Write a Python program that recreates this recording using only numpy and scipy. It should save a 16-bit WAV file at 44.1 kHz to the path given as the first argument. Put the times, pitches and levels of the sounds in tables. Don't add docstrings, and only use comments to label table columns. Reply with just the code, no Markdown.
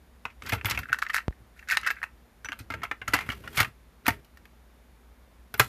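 import sys
import numpy as np
from scipy import signal
from scipy.fft import rfft, irfft, next_fast_len
from scipy.io import wavfile
from scipy.ndimage import uniform_filter1d

SR = 44100
rng = np.random.default_rng(int(sys.argv[2]) if len(sys.argv) > 2 else 0)


def undo_db(level):
    steps = np.asarray(level, float) / 20
    return 10 ** steps


def unload_audio(sound):
    columns = np.transpose(np.atleast_2d(sound))
    steps = np.round(np.clip(columns, -1, 1) * 32767)
    wavfile.write(sys.argv[1], SR, steps.astype(np.int16))


N = 250488


def colour(x, points):
    hz, db = np.transpose(points)
    size = next_fast_len(len(x))
    log_hz = np.log(np.arange(size // 2 + 1) * SR / size + 1)
    gain = undo_db(np.interp(log_hz, np.log(hz), db, left=-90, right=-90))
    return irfft(rfft(x, size) * gain, size)[:len(x)]


def unit(x):
    return x / np.sqrt(np.mean(x ** 2))


def highpass(x, order, hz):
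    return signal.sosfilt(signal.butter(order, hz, "high", fs=SR, output="sos"), x)


def add(out, sound, s, db, smooth_ms):
    peak = np.sqrt(2 * uniform_filter1d(sound ** 2, int(smooth_ms * SR / 1000)).max())
    i = int(s * SR)
    fade = np.minimum(np.arange(len(sound))[::-1] / 600, 1) ** 2
    out[i:i + len(sound)] += (sound * fade * undo_db(db) / peak)[:N - i]


def ring(modes, t, scatter_db, detune):
    hz, db, t60 = np.transpose(modes)[:, :, None]
    chance = rng.standard_normal((3, len(modes), 1))
    tones = np.sin(2 * np.pi * hz * (1 + detune * chance[0]) * t) * np.sign(chance[1])
    decay = np.exp(-np.log(1000) * t / np.maximum(t60, 0.004))
    return (undo_db(db + scatter_db * chance[2]) * tones * decay).sum(axis=0)


def crowd(shell, t, t60, count):
    hz, db = np.transpose(shell)
    places = hz[0] * (hz[-1] / hz[0]) ** ((np.arange(count) + rng.random(count)) / count)
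    levels = np.interp(np.log(places), np.log(hz), db)
    modes = np.transpose([places, levels, t60 * (1500 / places) ** 0.13])
    return ring(modes, t, scatter_db=1.5, detune=0)


def favour(modes, hz, hold):
    below_db_per_oct, above_db_per_oct = 4.5, 0.5
    modes = np.array(modes, float)
    octaves = np.log2(modes[:, 0] / hz)
    slope = np.where(octaves < 0, -below_db_per_oct, above_db_per_oct)
    modes[:, 1] -= slope * octaves / (0.5 + hold)
    return modes


def chatter(t, ms, spiky):
    grains = rng.standard_normal(len(t)) * undo_db(spiky * np.minimum(rng.exponential(size=len(t)), 2))
    return grains * np.exp(-t / (max(ms, 0.3) / 1000)) * np.minimum(t / 0.00031, 1)


# f/Hz, level/dB
TICK_COLOUR = [(2800, -6), (4200, 1), (6000, -3), (8000, -7.5), (9500, -40)]
# f/Hz, level/dB
SNAP_COLOUR = [(7000, -20.5), (9000, -2.5), (11500, -1), (13800, 0), (15000, -26)]
# f/Hz, level/dB
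CRACK_COLOUR = [(500, -23), (2600, 7.5), (3600, -0.5), (6000, -30)]


def contacts(hits, outline, lasting, t60, lead_t60, snap_db):
    lead_over_crowd_db, softer_db_per_ms = 4.5, 1
    lasting_db, dry_db, crack_db = -3.5, -1.5, -20
    load_s = 0.00037
    out, t = np.zeros(N), np.arange(3072) / SR
    for s, shell_db, tick_db, hz, ms in hits:
        force = chatter(t, 1.32 * ms, spiky=1.2)
        force[int(0.0004 * SR)] = 1.5 * np.abs(force).max()

        hold = min(ms / 4, 1) ** 0.5
        shell = favour(outline, hz, hold)
        modes = unit(crowd(shell, t, t60 * hold, count=30))
        long_modes = favour(lasting, hz, hold) * [1, 1, hold]
        modes = modes + undo_db(lasting_db) * hold * unit(ring(long_modes, t, scatter_db=2, detune=0.006))

        body = unit(signal.fftconvolve(force, modes)[:len(t)]) + undo_db(dry_db) * unit(colour(force, shell))
        lead = ring([(hz, 0, lead_t60 * ms / 4)], t, scatter_db=0, detune=0)
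        body = body + undo_db(lead_over_crowd_db - softer_db_per_ms * ms) * unit(lead)
        body = body + undo_db(crack_db) * unit(colour(force, CRACK_COLOUR))
        body = body * (1 - np.exp(-t / load_s))
        add(out, body, s, shell_db, smooth_ms=2)

        tail = rng.standard_normal(len(t)) * np.exp(-t / 0.0082)
        treble = force / np.abs(force).max() + undo_db(-20) * tail
        treble *= np.minimum(t / (0.0004 * ms + 0.0003), 1)
        add(out, colour(treble, TICK_COLOUR), s, tick_db, smooth_ms=2)
        snap = colour(treble * np.sign(rng.standard_normal(len(t))), SNAP_COLOUR)
        snap_level_db = tick_db + snap_db + 0.22 * (tick_db + 30)
        add(out, snap, s, snap_level_db, smooth_ms=2)
    return out


# t/s, shell level/dB, treble level/dB, loudest f/Hz, chatter/ms
EJECT_HITS = [(.253, -21.5, -44, 2560, 1.7), (.2545, -31, -49, 1477, 4.4), (.256, -32.5, -58, 906, 3.5),
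              (.281, -48, -72, 1530, 4), (.3007, -47.5, -68, 2540, 9.5), (.4215, -33, -47, 1250, 2.4),
              (.4378, -53, -67, 1400, 6.2), (.456, -37, -62, 1520, 4), (.4615, -41, -38.5, 1440, 4.2),
              (.469, -33, -42, 1530, 8.5), (.4885, -38, -49, 2020, 3.9), (.4937, -26.5, -33.5, 1630, 3),
              (.4995, -25.5, -47, 1950, 1.5), (.5215, -21, -32.5, 2180, 5.3),
              (.5334, -25.5, -34.5, 894, 5.2), (.549, -29, -41.5, 1463, 5.2), (.578, -40, -63, 2540, 10),
              (.6115, -29.5, -59, 1760, 1.9), (.6465, -22, -31.5, 1650, 1.2),
              (.6558, -20.5, -33.5, 2170, 3.9), (.666, -23, -44, 1293, 3.9), (.6825, -27.5, -58, 1370, 29),
              (.6979, -32, -28.5, 1680, 3.6), (.7092, -23, -24.5, 1990, 3.6), (.7155, -22, -41, 2100, 2.7),
              (.7471, -30, -45, 2380, 6), (.7749, -19.5, -36, 2206, 2.6), (.7894, -26, -37, 1455, 4)]
INSERT_HITS = [(2.4461, -30.5, -43.5, 1530, 2.2), (2.456, -31.5, -53, 1580, 3.4),
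               (2.4868, -24.5, -48.5, 1640, 3), (2.505, -43, -67, 1440, 2.5),
               (2.5196, -24.5, -46, 1580, 1.7), (2.5278, -28, -48, 1580, 2.6),
               (2.5894, -43.5, -46.5, 1415, 12.6), (2.7021, -26, -43.5, 1354, 4.5),
               (2.7192, -33, -49, 1245, 5.8), (2.7383, -25, -45, 1576, 4.4),
               (2.8182, -35.5, -58, 1830, 4.3), (2.8322, -23.5, -38.5, 1359, 6.6),
               (2.852, -28, -59, 2150, 1.8), (2.9127, -20, -45, 1787, 3.15),
               (3.0157, -29, -54.5, 1580, 4.1), (3.0775, -24.5, -51.5, 2120, 2.2),
               (3.0795, -23, -34.5, 1315, 5), (3.1347, -14.5, -26.5, 1990, 5.8),
               (3.1375, -13.5, -27.5, 1344, 5.2), (3.141, -22, -37, 2700, 1.7),
               (3.146, -25, -34.5, 1010, 3.6), (3.153, -21.5, -42.5, 1660, 5),
               (3.1648, -27.5, -38.5, 1830, 2.6), (3.176, -30, -48, 1247, 12),
               (3.1888, -20.5, -37, 1920, 1.2), (3.2061, -28.5, -42, 2400, 9),
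               (3.2899, -20, -38.5, 1413, 2.4), (3.3003, -24.5, -42.5, 2910, 3.9),
               (3.3171, -31.5, -42.5, 1330, 5.7), (3.328, -35.5, -49.5, 1990, 2.6)]
PRESS_HITS = [(3.4379, -41, -60.5, 1030, 29), (3.4757, -27.5, -46, 1450, 2.3), (3.529, -46, -53.5, 3260, 8),
              (3.544, -38, -58.5, 2230, 23), (3.57, -25, -29.5, 2740, 9.3), (3.574, -25.5, -30, 1430, 2.1),
              (3.5812, -18, -32, 2200, 2.7), (3.5885, -17, -30, 2220, 2.5), (3.592, -20, -36.5, 1510, 13),
              (3.6018, -11.5, -23, 2090, 1.9), (3.6043, -12.5, -23.5, 1900, 2.5),
              (3.6108, -21.5, -29.5, 1605, 4), (3.619, -27, -39, 1800, 2), (3.629, -22, -33.5, 2750, 1.7),
              (3.6468, -23, -42, 1880, 3.1), (4.049, -49.5, -64, 1500, 1.8), (4.054, -42, -62.5, 1600, 2.2),
              (4.058, -29, -45, 1510, 4.5), (4.0657, -16.5, -29.5, 2394, 1.6), (4.07, -31, -43, 1990, 2.4),
              (4.0802, -13, -22.5, 1844, 2), (4.0853, -16, -32, 1990, 3.7),
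              (4.092, -25.5, -45.5, 1850, 2.4), (4.105, -23, -38.5, 1970, 1.16),
              (4.2457, -60.5, -59, 2940, 4.8), (4.372, -45, -53.5, 1836, 2), (4.4539, -45, -58, 1710, 2.1)]
LID_HITS = [
    (5.5407, -37.5, -36, 1470, 3.2),
    (5.545, -36, -48, 2180, 1.5),
    (5.549, -37, -60, 1390, 5),
    (5.579, -44, -67, 1190, 4.7),
    (5.592, -34, -49, 1530, 5.1),
    (5.5968, -7.5, -20, 1620, 2.5),
    (5.6007, -8.5, -15.5, 1430, 1.1),
    (5.6035, -13.5, -37, 1010, 2.2),
    (5.61, -19, -39, 1310, 3.4),
    (5.616, -24.5, -41, 810, 3.3),
]
# f/Hz, level/dB
DECK_OUTLINE = [(550, -13), (750, -7), (1100, -5), (1350, -1), (2050, -2), (2700, -4.5), (3500, -16.5),
                (4300, -44.5)]
# f/Hz, level/dB, t60/s
CASE_MODES = [(657, -5, .07), (783, -11.5, 0.046), (968, -2.5, 0.029), (1353, -1.5, 0.13),
              (1620, -4.5, .07), (1830, -8, .06), (2093, 5.5, .07), (2680, -3.5, .05)]


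def recorder():
    well = contacts(INSERT_HITS + PRESS_HITS, DECK_OUTLINE, CASE_MODES, t60=0.042, lead_t60=0.043, snap_db=-2.5)
    lid = contacts(EJECT_HITS + LID_HITS, DECK_OUTLINE, CASE_MODES, t60=0.032, lead_t60=0.037, snap_db=-8.5)
    return highpass(well + lid, 2, 400)


# t/s, shell level/dB, treble level/dB, loudest f/Hz, chatter/ms loose cassette
RATTLE_HITS = [(.8314, -31, -54, 1430, 4.9), (.8554, -32, -73, 1560, 1.8), (.8866, -33, -76, 1440, 9.5),
               (.895, -33, -69, 1850, 4.6), (.9199, -27.5, -63, 1670, 3), (.9285, -9.5, -31.5, 1500, 2.2),
               (.9445, -20.5, -49, 1830, 0.63), (.9866, -26, -37.5, 1770, 3.1),
               (1.019, -23, -38, 1610, 4.6), (1.0249, -11, -53, 1420, 0.68), (1.032, -37, -42, 1730, 2.6),
               (1.05, -38, -60, 1690, 2.7), (1.065, -24.5, -52, 1830, 2.1), (1.0856, -55.5, -48, 2640, 3),
               (1.096, -28, -53, 1790, 1.3), (1.0988, -23, -40.5, 1880, 3.5),
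               (1.1321, -36, -42, 2570, 4.4), (1.137, -29, -38, 1890, 8.9),
               (1.1442, -11.5, -28, 2070, 0.83), (1.1509, -24, -31, 1530, 1.3),
               (1.1586, -21, -34, 1870, 3.1), (1.163, -20, -50, 1780, 1.1),
               (1.1652, -16, -29.5, 1620, 0.83), (1.1705, -25, -42, 1780, 5.9),
               (1.18, -20, -47, 1710, 0.83), (1.1838, -19, -37, 1560, 0.91), (1.1905, -26, -56, 1650, 1.6),
               (1.2028, -37, -62, 1860, 2.4), (1.3254, -45, -71, 1840, 1.8),
               (1.5755, -61, -60, 1620, 3.4), (1.5922, -41.5, -52.5, 2700, 3.4),
             (1.6258, -40, -70, 1650, 3.5), (1.674, -42, -56, 1680, 8.7), (1.686, -29, -35.5, 1520, 4.3),
             (1.692, -25.5, -45, 2210, 3.9), (1.6994, -20, -33, 2660, 2.5),
             (1.7092, -16.5, -32.5, 1894, 2.5), (1.714, -19.5, -30, 1800, 2.3),
             (1.7204, -14, -34, 1530, 3.9), (1.727, -19, -37, 1730, 2.8), (1.7346, -22, -36, 1850, 1.7),
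             (1.7418, -24.5, -40, 1680, 4.4), (1.749, -27, -44.5, 1830, 3.8), (1.767, -30, -54, 1670, 1.7),
             (1.771, -8.5, -30.5, 1810, 1.36), (1.774, -31, -48, 1900, 2), (1.7775, -28, -43, 1900, 2.1),
             (1.813, -51, -44.5, 1440, 1.7), (1.8315, -29.5, -49, 1310, 5.1), (1.846, -29.5, -55, 1610, 16),
             (1.863, -19.5, -34.5, 1644, 5.9), (1.8724, -14, -31, 1880, 2.5),
             (1.8781, -21.5, -38, 1840, 1.6), (1.884, -19, -48, 1600, 2.3), (1.8938, -32, -47, 1620, 5.2),
             (1.9025, -17, -36.5, 1640, 4.4), (1.91, -27, -43, 1780, 1.6), (1.956, -49, -58, 1700, 2),
             (1.9663, -36, -78, 1580, 8.8), (1.986, -41, -71, 1620, 5), (2.017, -30, -63, 1690, 0.74),
             (2.0292, -20, -40, 1820, 3.3), (2.033, -32, -54, 1700, 2.2), (2.039, -21, -41.5, 1730, 0.63)]
# f/Hz, level/dB
CASSETTE_OUTLINE = [(700, -23), (1050, -22), (1300, 5.5), (1900, 5), (2500, -3.5), (3100, -23.5),
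                    (4300, -37.5)]
# f/Hz, level/dB, t60/s
CASSETTE_MODES = [(1292, -3, 0.036), (1530, -7.5, 0.029), (1650, -8, .035), (1880, -5.5, 0.027),
                  (2150, -11, 0.038), (2630, -4, 0.039), (3230, -20, .015)]


def cassette_in_hand():
    hits = RATTLE_HITS
    rattle = contacts(hits, CASSETTE_OUTLINE, CASSETTE_MODES, t60=0.012, lead_t60=0.039, snap_db=-5)
    return highpass(rattle, 3, 880)


# t/s, level/dB, centre f/Hz, chatter/ms
EDGE_SPITS = [(0.252, -52, 12800, 4), (.4612, -46, 13900, 2), (.4907, -33.5, 13500, 6),
              (.5212, -38, 13500, 3), (.533, -31, 11000, 3), (.545, -39, 13000, 12), (.6553, -25, 14000, 4),
              (.666, -31, 13500, 5), (.6977, -27, 14000, 5), (.774, -42, 13700, 2), (.789, -35, 12900, 4),
              (.9865, -44, 12000, 1.5), (1.03, -50, 12500, 8), (1.1442, -27.5, 11100, 2),
              (1.1641, -39, 11000, 6), (1.7214, -34.5, 11700, 1.5), (1.77, -29, 8900, 2),
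              (1.8122, -46.5, 11000, 2), (1.907, -39, 13500, 7), (2.5889, -42, 14000, 7),
              (3.0798, -40.5, 12600, 2), (3.5273, -50, 14100, 12), (3.5587, -41, 13000, 20),
              (3.6021, -24.5, 13500, 5), (3.619, -37, 13000, 3), (4.065, -30, 13900, 2.5),
              (4.08, -21, 13300, 5), (4.2451, -59, 13000, 4), (4.3714, -53, 14000, 2),
              (4.4547, -56, 12400, 2), (5.5402, -31, 13400, 3), (5.5771, -39, 13500, 8),
              (5.5957, -12.5, 13400, 3)]


def edges():
    width, skirt_db = 0.15, -10
    out, t = np.zeros(N), np.arange(3072) / SR
    for s, db, hz, ms in EDGE_SPITS:
        peak = [(hz * (1 - 4 * width), 3 * skirt_db), (hz * (1 - width), skirt_db),
                (hz, 0), (hz * (1 + width), skirt_db)]
        add(out, colour(chatter(t, ms, spiky=2.0), peak), s, db, smooth_ms=2)
    return out


# t/s, level/dB, f/Hz, t60/s
SPRING_RINGS = [(2.446, -40, 5900, 0.06), (2.4465, -53, 7950, .04), (2.487, -46.5, 5900, .04),
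                (2.52, -44.5, 6400, 0.022), (2.59, -53, 4000, 0.083), (2.5905, -42, 8600, 0.024),
                (3.08, -27.5, 6700, 0.0067), (4.058, -33.5, 4000, .012), (4.081, -22, 2750, .015),
                (5.5414, -26, 1480, 0.028), (5.542, -46, 4800, .03), (5.597, -16, 7400, 0.0077)]


def leaf_spring():
    out, t = np.zeros(N), np.arange(3072) / SR
    for s, db, hz, t60 in SPRING_RINGS:
        pair = [(hz, 0, t60), (hz * 1.012, -6, t60)]
        add(out, ring(pair, t, scatter_db=2, detune=0.003), s, db, smooth_ms=2)
    return out


def effort(start_s, hold_s, db):
    rise_db_per_s, fall_db_per_s = 494.5, 259
    t = np.arange(N) / SR
    gain = np.zeros(N)
    for s, hold, level in zip(start_s, hold_s, db):
        rise = rise_db_per_s * np.maximum(s - t, 0)
        fall = fall_db_per_s * np.maximum(t - s - hold, 0)
        gain += undo_db(level - rise - fall)
    return gain


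# start t/s, hold t/s, shell level/dB, hiss level against it/dB
SLIDES = [(0.433, .06, -60, -5), (0.486, 0.037, -49, -10), (0.554, 0.034, -66, -23),
          (0.676, 0.021, -48.5, -0.5), (.75, 0.068, -54, -9), (0.897, 0.046, -55.5, -12),
          (1.135, 0.043, -51.5, -9), (1.572, .06, -61.5, -8), (1.72, .06, -57, -11),
          (1.813, 0.07, -59, -31), (1.966, 0.073, -59.5, -11), (2.5, .05, -73, 0), (2.77, 0.092, -57, -22),
          (3.093, 0.14, -45.5, -14.5), (3.275, 0.02, -53.5, -6), (3.33, 0.2, -64, 0),
          (3.563, 0.038, -50, 4), (4.077, .06, -55, -7), (5.606, .03, -53, 6.5)]
# start t/s, hold t/s, rumble level/dB
LEANS = [
    (0.444, 0.12, -47),
    (0.65, 0.16, -46),
    (0.91, 0.056, -57.5),
    (1.726, 0.14, -59),
    (2.536, 0.23, -59.5),
    (2.755, 0.069, -50.5),
    (3.095, .55, -49),
    (4.062, 0.097, -47),
    (5.594, 0.11, -47),
]


def rubbing():
    t = np.arange(N) / SR
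    grip = undo_db(3.0 * unit(uniform_filter1d(rng.standard_normal(N), size=300)))
    grains = grip * rng.standard_normal(N) * undo_db(1.5 * rng.exponential(size=N))
    in_hand = (t > 0.8) & (t < 2.2)
    shell = np.where(in_hand, unit(colour(grains, CASSETTE_OUTLINE)), unit(colour(grains, DECK_OUTLINE)))
    hiss = unit(colour(grains, TICK_COLOUR) + colour(grains, SNAP_COLOUR))
    rumble_colour = [(60, 9), (100, -4.5), (200, -7.0), (400, -11.0), (600, -18.5)]
    rumble = unit(colour(rng.standard_normal(N), rumble_colour))
    s, hold, db, hiss_db = np.transpose(SLIDES)
    scrape = shell * effort(s, hold, db) + hiss * effort(s, hold, db + hiss_db)
    return scrape + rumble * effort(*np.transpose(LEANS))


# t/s, level/dB,
# f/Hz, t60/s, case cavity level/dB
BENCH_BLOWS = [(0.253, -43.5, 244, 0.051, -46), (0.522, -43, 270, 0.034, -61),
               (0.527, -21.5, 104, 0.076, -28.5), (0.559, -32.5, 74, 0.22, -38),
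               (0.647, -25.5, 101, 0.12, -49), (0.715, -33, 111, 0.063, -64),
               (0.776, -35.5, 107, 0.13, -44), (.9, -42.5, 131, 0.099, -46), (1.4, -50, 115, 0.1, -69),
               (2.447, -48, 120, 0.032, -51), (2.49, -43.5, 285, 0.099, -60),
               (2.601, -37.5, 110, 0.027, -64), (2.702, -36, 74.5, 0.03, -44),
               (2.74, -37.5, 73, 0.079, -36), (2.836, -46, 226, 0.14, -42), (3.016, -42, 450, 0.026, -54),
               (2.913, -42, 297, 0.052, -38.5), (3.082, -33, 84, 0.026, -48.5),
               (3.135, -27, 286, 0.091, -27.5), (3.289, -27.5, 79, 0.03, -40.5),
               (3.575, -29.5, 135.4, 0.25, -36.5), (3.605, -22.5, 106, 0.05, -30.5),
               (3.671, -40, 75.5, 0.041, -69), (4.0799, -19.5, 271, 0.029, -19.5),
               (4.103, -29, 117, 0.033, -36), (5.54, -40, 408, 0.12, -37.5), (5.597, -29, 403, 0.061, -18),
               (5.599, -21, 118.6, 0.16, -22), (1.902, -60.5, 403, 0.033, -42.5)]
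# f/Hz, level/dB, t60/s
CASE_AIR = [(446, -2, 0.087), (670, 1, 0.049), (840, -1.5, 0.082)]


def bench():
    out, t = np.zeros(N), np.arange(8192) / SR
    push = np.hanning(int(0.0007 * SR))
    for s, db, hz, t60, cavity_db in BENCH_BLOWS:
        panel = [(hz, 0, t60), (105, -8, 0.12), (205, -15, 0.08), (270, -14, 0.07), (350, -16, 0.06)]
        swing = ring(panel, t, scatter_db=4.0, detune=0.015) * (1 - np.exp(-t * hz / 0.27))
        add(out, signal.fftconvolve(push, swing)[:len(t)], s, db, smooth_ms=9)
        air = ring(CASE_AIR, t, scatter_db=1.5, detune=0.055)
        cavity = signal.fftconvolve(chatter(t, 0.29, spiky=1.6), air)
        add(out, cavity[:len(t)], s, cavity_db, smooth_ms=4)
    return out


# t/s, level/dB
PRESSURE_STEPS = [
    (1.2816, -11.5),
    (1.3083, -34),
]


def pops():
    steps = np.zeros(N)
    for s, db in PRESSURE_STEPS:
        steps[int(s * SR):] += undo_db(db)
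    steps = signal.sosfilt(signal.butter(1, 1800, fs=SR, output="sos"), steps)
    return highpass(steps, 5, 52)


def walls(x):
    t60_s, wet_db = 0.15, -15.5
    t = np.arange(int(0.3 * SR)) / SR
    tail = rng.standard_normal(len(t)) * np.exp(-np.log(1000) * t / t60_s) * np.minimum(t / 0.0062, 1)
    tail = colour(tail, [(100, 11.0), (1500, -1.0), (6000, -2.0), (15000, -2.0)])
    return undo_db(wet_db) * signal.fftconvolve(x, tail / np.sqrt(np.sum(tail ** 2)))[:N]


# f/Hz, level/dB
ROOM_COLOUR = [(15, -55), (25, -20.5), (41, -7), (64, -1.5), (86, -18.5), (239, -20), (313, -23),
               (421, -23.5), (1660, -30), (2060, -32.5), (2230, -32), (2550, -35.5), (8560, -46.5),
               (13900, -41.5), (15500, -59.5)]
# f/Hz, rms level/dB
HUM_LINES = [(59.2, -60), (183.0, -78.5), (236.9, -72), (3600, -87.5), (6810, -89), (9600, -87),
             (10600, -86.5)]


def room_tone():
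    t = np.arange(N) / SR
    tone = undo_db(-57) * unit(colour(rng.standard_normal(N), ROOM_COLOUR))
    for hz, db in HUM_LINES:
        waver = np.cumsum(rng.standard_normal(N)) * 0.0068
        tone += undo_db(db) * np.sqrt(2) * np.sin(2 * np.pi * hz * t + waver)
    return tone


def scene():
    near = recorder() + cassette_in_hand() + edges() + leaf_spring() + rubbing()
    air = near + walls(near) + bench() + room_tone()
    return (highpass(air, 4, 40) + pops())[None]


def band_limit(x):
    return signal.sosfilt(signal.butter(12, 15620, fs=SR, output="sos"), x)


def record(dry):
    headroom, top_hz = 1.1, 14350
    rounded = headroom * np.tanh(dry / headroom)
    x = signal.sosfilt(signal.ellip(12, 0.2, 75, top_hz, fs=SR, output="sos"), rounded)
    return band_limit(x)


dry = scene()
out = record(dry)
unload_audio(out)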